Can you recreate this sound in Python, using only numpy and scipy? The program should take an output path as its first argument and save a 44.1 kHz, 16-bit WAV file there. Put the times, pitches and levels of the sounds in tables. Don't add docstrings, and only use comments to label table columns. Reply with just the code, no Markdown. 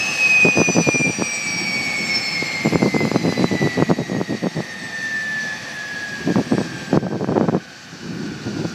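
import sys
import numpy as np
from scipy.fft import rfft, irfft, next_fast_len
from scipy.io import wavfile
from scipy.ndimage import uniform_filter1d, map_coordinates

SR = 44100
rng = np.random.default_rng(int(sys.argv[2]) if len(sys.argv) > 2 else 0)


def master(y):
    cut = np.clip(np.atleast_2d(y).T, -1, 1)
    pcm = np.round(cut * 32767)
    wavfile.write(sys.argv[1], SR, pcm.astype(np.int16))


N = 385434
SHAFT_HZ = 287.57


def compressor():
    angle = 2 * np.pi * np.cumsum(SHAFT_HZ * shaft_speed()) / SR
    return whine(angle) + whistle(angle) + weak_tones(angle) + haze(angle)


def shaft_speed(air_drag=0.07989, bearing_friction=0.001868):
    t = clock()
    return 1 / (1 + air_drag * t + bearing_friction * t ** 2)


def whine(angle):
    # (time [s], level [dB])
    levels = [(0, -18), (0.11, -27.5), (0.26, -14.5), (0.44, -11), (0.56, -16.5), (1.04, -16),
              (1.35, -24.5), (3.0, -26.5), (3.75, -28.5), (4.45, -39), (5.1, -22.5), (5.85, -28),
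              (6.6, -39), (8.74, -45)]
    # (time [s], depth [dB], half length [s])
    dips = [(0.285, 15, 0.0095), (0.796, 13, 0.07), (1.186, 12, 0.085), (2.213, 11, 0.055),
            (2.78, 7.5, 0.081), (3.197, 14, 0.11), (3.438, 14.5, 0.08), (3.97, 7.5, 0.098),
            (4.565, 7, 0.079), (5.65, 13, 0.11), (6.45, 14, 0.086), (7.85, 12, .15)]
    db = curves(levels)[0] - sum(depth * bump(clock(), s, length) for s, depth, length in dips)
    return amp(db) * fading(depth_db=2.2, rate=22) * tone(9 * angle, flutter=0.18, flutter_rate=35)


def whistle(angle):
    # (time [s], level [dB])
    levels = [(0, -33.5), (0.45, -35), (0.7, -23.5), (1.15, -27.5), (1.6, -28), (1.92, -36), (2.17, -23),
              (2.63, -41.5), (3.3, -39.5), (3.85, -54.5), (4.45, -44), (5.3, -61), (8.74, -53)]
    return amp(curves(levels)[0]) * tone(22 * angle, flutter=0.46, flutter_rate=55)


def weak_tones(angle):
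    blade_tones = {18: (-36, 2.5, 4598, 150), 27: (-49, 6.5, 7250, 500), 31: (-49.5, 8, 7750, 801),
                   32: (-55, 7.5, 7850, 310), 36: (-61.5, 11, 7000, 150), 40: (-57.5, 5, 7998, 150),
                   45: (-56, 8.5, 10800, 1200), 50: (-68, 4, 11000, 1999), 54: (-58.5, 9, 12500, 2503),
                   58: (-69, 7, 14000, 1500), 63: (-70, 5, 12000, 1200)}
    t, speed = clock(), shaft_speed()[::20]
    out = np.zeros(N)
    for multiple, (base_db, swell_db, centre_hz, width_hz) in blade_tones.items():
        hz = multiple * SHAFT_HZ * speed
        level = amp(base_db + swell_db * bump(hz, centre_hz, width_hz)) * duct(hz) * speed ** 1.2
        echo_fades = fading(depth_db=1.8, rate=7)
        wave = tone(multiple * angle, flutter=0.69, flutter_rate=34)
        out += np.interp(t, t[::20], level) * echo_fades * wave
    return out


def duct(hz):
    # (pitch [Hz], gain [dB])
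    passage = [(2900, -13), (3450, -24.5), (3900, -4), (5000, 1), (8100, 0), (8800, -7), (12500, -8),
               (15300, -18)]
    # (pitch [Hz], width [Hz], boost [dB])
    rings = [(3970, 110, 4), (4330, 50, 4), (4550, 70, 4), (5490, 70, 4.5), (6060, 100, 6), (6590, 83, 6),
             (8080, 180, 8)]
    return gain_at(passage, hz) * amp(sum(db * bump(hz, centre, width) for centre, width, db in rings))


def haze(angle):
    # (time [s], level [dB])
    levels = [(0, -31), (2.27, -29.5), (3.16, -37), (5.4, -35.5), (6.5, -40.5), (8.74, -39)]
    lower = narrow_noise(9.4 * angle, width_hz=133)
    upper = amp(-10.5) * narrow_noise(18.3 * angle, width_hz=150)
    return amp(curves(levels)[0]) * (lower + upper)


def airflow():
    # (pitch [Hz], relative level [dB])
    roar_shape = [(250, -11.5), (350, -7), (405, -5), (450, -7.5), (505, 2.5), (585, -5), (690, 1),
                  (760, -2), (840, 2), (940, -11.5), (1090, -7), (1220, -12.5), (1450, -13.5)]
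    rush_shape = [(900, -19), (1150, -1), (1450, -8), (1780, 3), (2050, -4.5), (2480, 2), (2850, -4.5),
                  (3500, -6.5), (4200, -48)]
    ring_shape = [(4200, -34), (4430, -2), (4530, 2), (4630, -7), (4850, -29)]
    hiss_shape = [(3000, -58), (3700, -2), (4200, -2.5), (4500, -2), (5100, -3), (5900, -2), (6800, -9.5),
                  (8000, -17), (9000, -34)]
    edge_shape = [(6000, -21), (7000, -3), (7900, 2.5), (8500, -4.5), (9500, -26)]
    fizz_shape = [(7000, -15), (8800, -1.5), (10500, 1), (12200, -2.5), (13600, -2.5), (14500, -10),
                  (15300, -9)]
    # (starting level [dB], exponent of shaft speed, boost when close [dB])
    roar_rule = (-35.3, 1.7, 0.8)
    rush_rule = (-31.4, 1.84, 1)
    hiss_rule = (-35, 1.62, 4.2)
    fizz_rule = (-50.6, 2.1, 1.3)
    speed = shaft_speed()
    surge = wobble(7)
    roar = amp(air_db(roar_rule) + 0.92 * wobble(12)) * noise(roar_shape)
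    rush = amp(air_db(rush_rule) + 0.24 * wobble(14)) * noise(rush_shape)
    bright = noise(hiss_shape) + amp(-3) * speed * noise(ring_shape)
    bright += amp(-9.5) * speed ** 2 * noise(edge_shape)
    hiss = amp(air_db(hiss_rule) + 0.68 * surge + 1.1 * wobble(30)) * bright
    fizz = amp(air_db(fizz_rule) + 0.3 * surge + 0.6 * wobble(18)) * noise(fizz_shape)
    return hangar(roar + rush + hiss + fizz, echo_db=-18)


def air_db(rule, approach_s=(7.2, 8.2)):
    start_db, exponent, close_db = rule
    closeness = np.interp(clock(), approach_s, [0, 1])
    return start_db + exponent * 20 * np.log10(shaft_speed()) + close_db * closeness


def draught():
    # (time [s], relative level [dB])
    levels = [(0, -37.5), (0.8, -33.5), (1.42, -36), (1.56, -29), (2.05, -31), (2.26, -34), (2.8, -28.5),
              (4.65, -34), (5.85, -38.5), (6.31, -30.5), (6.8, -31), (7.56, -26.5), (7.68, -37),
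              (7.88, -35.5), (8.17, -22), (8.42, -28), (8.62, -22), (8.74, -30)]
    # (pitch [Hz], relative level [dB])
    rumble_shape = [(25, -55), (60, -17.5), (110, -4.5), (170, 2), (230, 0), (320, -11), (500, -18),
                    (1000, -22.5)]
    flutter_shape = [(120, -11.5), (200, 1), (270, -1), (350, 0), (460, -14), (700, -34)]
    db = curves(levels)[0] + 2 * wobble(34)
    rumble = amp(db - 3) * noise(rumble_shape)
    flutter = amp(1.72 * (db + 24.5) - 26) * noise(flutter_shape)
    return rumble + flutter


def puffs(swirls_per_s=430, width_s=0.00052, scatter_db=6, sharpening=0.33):
    # (middle time [s], relative level [dB], length [s])
    gusts = [(0.469, -12.5, 0.04), (0.593, -12, 0.051), (0.693, -13.5, 0.028), (0.787, -11, 0.052),
             (0.882, -12, 0.027), (0.955, -14.5, 0.021), (1.009, -13, 0.018), (1.079, -16, 0.052),
             (1.207, -19, 0.05), (2.665, -13, 0.03), (2.745, -16.5, 0.048), (2.85, -13, 0.068),
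             (2.956, -11.5, 0.027), (3.043, -16, 0.072), (3.156, -15.5, 0.031), (3.271, -14, 0.058),
             (3.416, -15.5, 0.074), (3.538, -16, 0.046), (3.642, -14.5, 0.06), (3.804, -15, 0.063),
             (3.912, -11.5, 0.039), (4.002, -13.5, 0.045), (4.156, -15.5, 0.11), (4.326, -16, 0.057),
             (4.453, -14, .046), (4.585, -16.5, 0.046), (6.294, -16, 0.053), (6.381, -14, 0.053),
             (6.531, -15, .038), (6.599, -17.5, 0.041), (6.956, -13.5, 0.057), (7.052, -14, 0.059),
             (7.143, -14, 0.062), (7.223, -14, 0.044), (7.306, -12.5, 0.05), (7.369, -8.5, 0.037),
             (7.427, -11, .056), (7.488, -6, 0.015), (7.55, -10.5, 0.049), (8.473, -20, 0.029),
             (8.584, -23, 0.042), (8.651, -16.5, 0.022)]
    starts = np.arange(0, N / SR, 1 / swirls_per_s)
    grid = clock()[::20]
    power = sum(amp(db) ** 2 / (1 + np.abs(2 * (grid - s) / length) ** 10) for s, db, length in gusts)
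    jitter, strength, sign = rng.standard_normal((len(starts), 3)).T
    times = starts + 0.5 * jitter / swirls_per_s
    size = np.sqrt(np.interp(times, grid, power)) * amp(scatter_db * strength) + 1e-6
    width = np.clip(width_s * (size / amp(-8.5)) ** -sharpening, 0.00027, 0.0012)
    pressure = pulses(times, np.sign(sign) * size, width)
    smooth = lambda p: np.abs(uniform_filter1d(uniform_filter1d(p, size=700), size=700)) + 1e-7
    return pressure * np.sqrt(smooth(np.interp(clock(), grid, power)) / smooth(pressure ** 2))


def slaps(width_s=0.00032, rebound_s=0.0013):
    # (time [s], relative peak [dB])
    hits = [(0.452, -6.5), (0.616, 0), (0.784, -3), (0.889, 3.5), (1.222, -3.5), (2.426, -12), (2.757, 0),
            (2.829, -2.5), (2.861, -4), (3.006, -7.5), (3.053, -7.5), (3.116, -6), (3.16, -0.5),
            (3.325, -9.5), (3.443, -2), (3.673, -8), (3.824, -1), (3.913, 4), (4.214, -3.5), (4.469, -6.5),
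            (6.358, -6), (6.522, -8), (6.582, -7), (6.93, -8), (6.974, 5.5), (7.067, -6), (7.245, -3),
            (7.288, -5.5), (7.323, -2), (7.379, 4.5), (7.411, 2.5), (7.548, -2)]
    times, db = np.transpose(hits)
    sign, spread = rng.standard_normal((len(times), 2)).T
    size = np.sign(sign) * amp(db + 5.5)
    width = width_s * amp(1.1 * spread)
    return pulses(np.r_[times, times + rebound_s], np.r_[size, -0.3 * size], np.r_[width, 2 * width])


def pulses(times, size, width_s):
    # (pitch [Hz], gain [dB])
    opening = [(20, -65), (60, -31.5), (110, -9), (170, 2), (300, 0.5), (1000, -1.5), (3000, -0.5),
               (6000, 1)]
    lag = np.arange(-SR // 200, SR // 200)
    bells = size[:, None] * np.hanning(len(lag)) / (1 + (lag / SR / width_s[:, None]) ** 2) ** 1.4
    index = np.clip((times * SR).astype(int)[:, None] + lag, 0, N - 1)
    pressure = np.bincount(index.ravel(), bells.ravel(), N)
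    return filtered(pressure, lambda hz: causal(gain_at(opening, hz)))


def hangar(x, echo_db, count=8):
    delays = rng.integers(SR // 200, SR // 22, count)
    echoes = sum(np.pad(x, (delay, 0))[:N] for delay in delays)
    return (x + amp(echo_db) * echoes) / np.sqrt(1 + count * amp(echo_db) ** 2)


def tone(phase, flutter, flutter_rate):
    wave = (1 + flutter * wobble(flutter_rate)) * np.sin(phase)
    return unit(wave + flutter * wobble(flutter_rate) * np.cos(phase))


def noise(spectrum):
    return unit(filtered(rng.standard_normal(N), lambda hz: gain_at(spectrum, hz)))


def narrow_noise(phase, width_hz):
    a, b = (filtered(rng.standard_normal(N), lambda hz: 1 / (1 + (hz / width_hz) ** 2)) for _ in range(2))
    return unit(a * np.sin(phase) + b * np.cos(phase))


def fading(depth_db, rate):
    return unit(amp(depth_db * wobble(rate)))


def wobble(rate):
    t = clock()
    values = rng.standard_normal(int(N * rate / SR) + 4)
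    return np.interp(t, t[::32], map_coordinates(values, [t[::32] * rate]))


def bump(x, centre, width):
    return np.exp(-np.minimum(((x - centre) / width) ** 2, 20))


def curves(rows):
    times, *columns = np.transpose(rows)
    return [np.interp(clock(), times, column) for column in columns]


def gain_at(points, hz):
    pitch, db = np.transpose(points)
    pitch = np.r_[pitch[0] / 2, pitch, pitch[-1] * 2]
    db = np.r_[db[0] - 20, db, db[-1] - 20]
    return amp(np.interp(np.log(hz + 1), np.log(pitch), db, left=-120, right=-120))


def filtered(x, response):
    size = 2 * next_fast_len(N // 2 + SR // 4)
    return irfft(rfft(x, size) * response(np.fft.rfftfreq(size, 1 / SR)), size)[:N]


def causal(gain):
    cepstrum = irfft(np.log(gain))
    half = len(cepstrum) // 2
    return np.exp(rfft(np.r_[cepstrum[0], 2 * cepstrum[1:half]], 2 * half))


def amp(db):
    return 10 ** (np.asarray(db) / 20)


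def unit(x):
    return x / np.sqrt(np.mean(x ** 2) + 1e-20)


def clock():
    return np.arange(N) / SR


def scene():
    engine = compressor() + airflow()
    wind = draught() + amp(-0.28) * puffs() + slaps()
    return np.array([engine + wind] * 2)


def automatic_volume(x, threshold_db, recovery_db_per_s):
    level_db = 10 * np.log10(np.abs(uniform_filter1d(x ** 2, size=700, origin=200)) + 1e-12)
    ramp = recovery_db_per_s * clock()
    cut_db = np.maximum.accumulate(np.maximum(level_db - threshold_db, 0) + ramp) - ramp
    return x * amp(-cut_db)


def record(dry, ceiling=0.74, top_hz=15350):
    x = automatic_volume(dry[0], threshold_db=-11, recovery_db_per_s=3.5)
    x = x / (1 + (x / ceiling) ** 6) ** (1 / 6)
    x = filtered(x, lambda hz: hz < top_hz)
    return np.array([x, x])


dry = scene()
out = record(dry)
master(out)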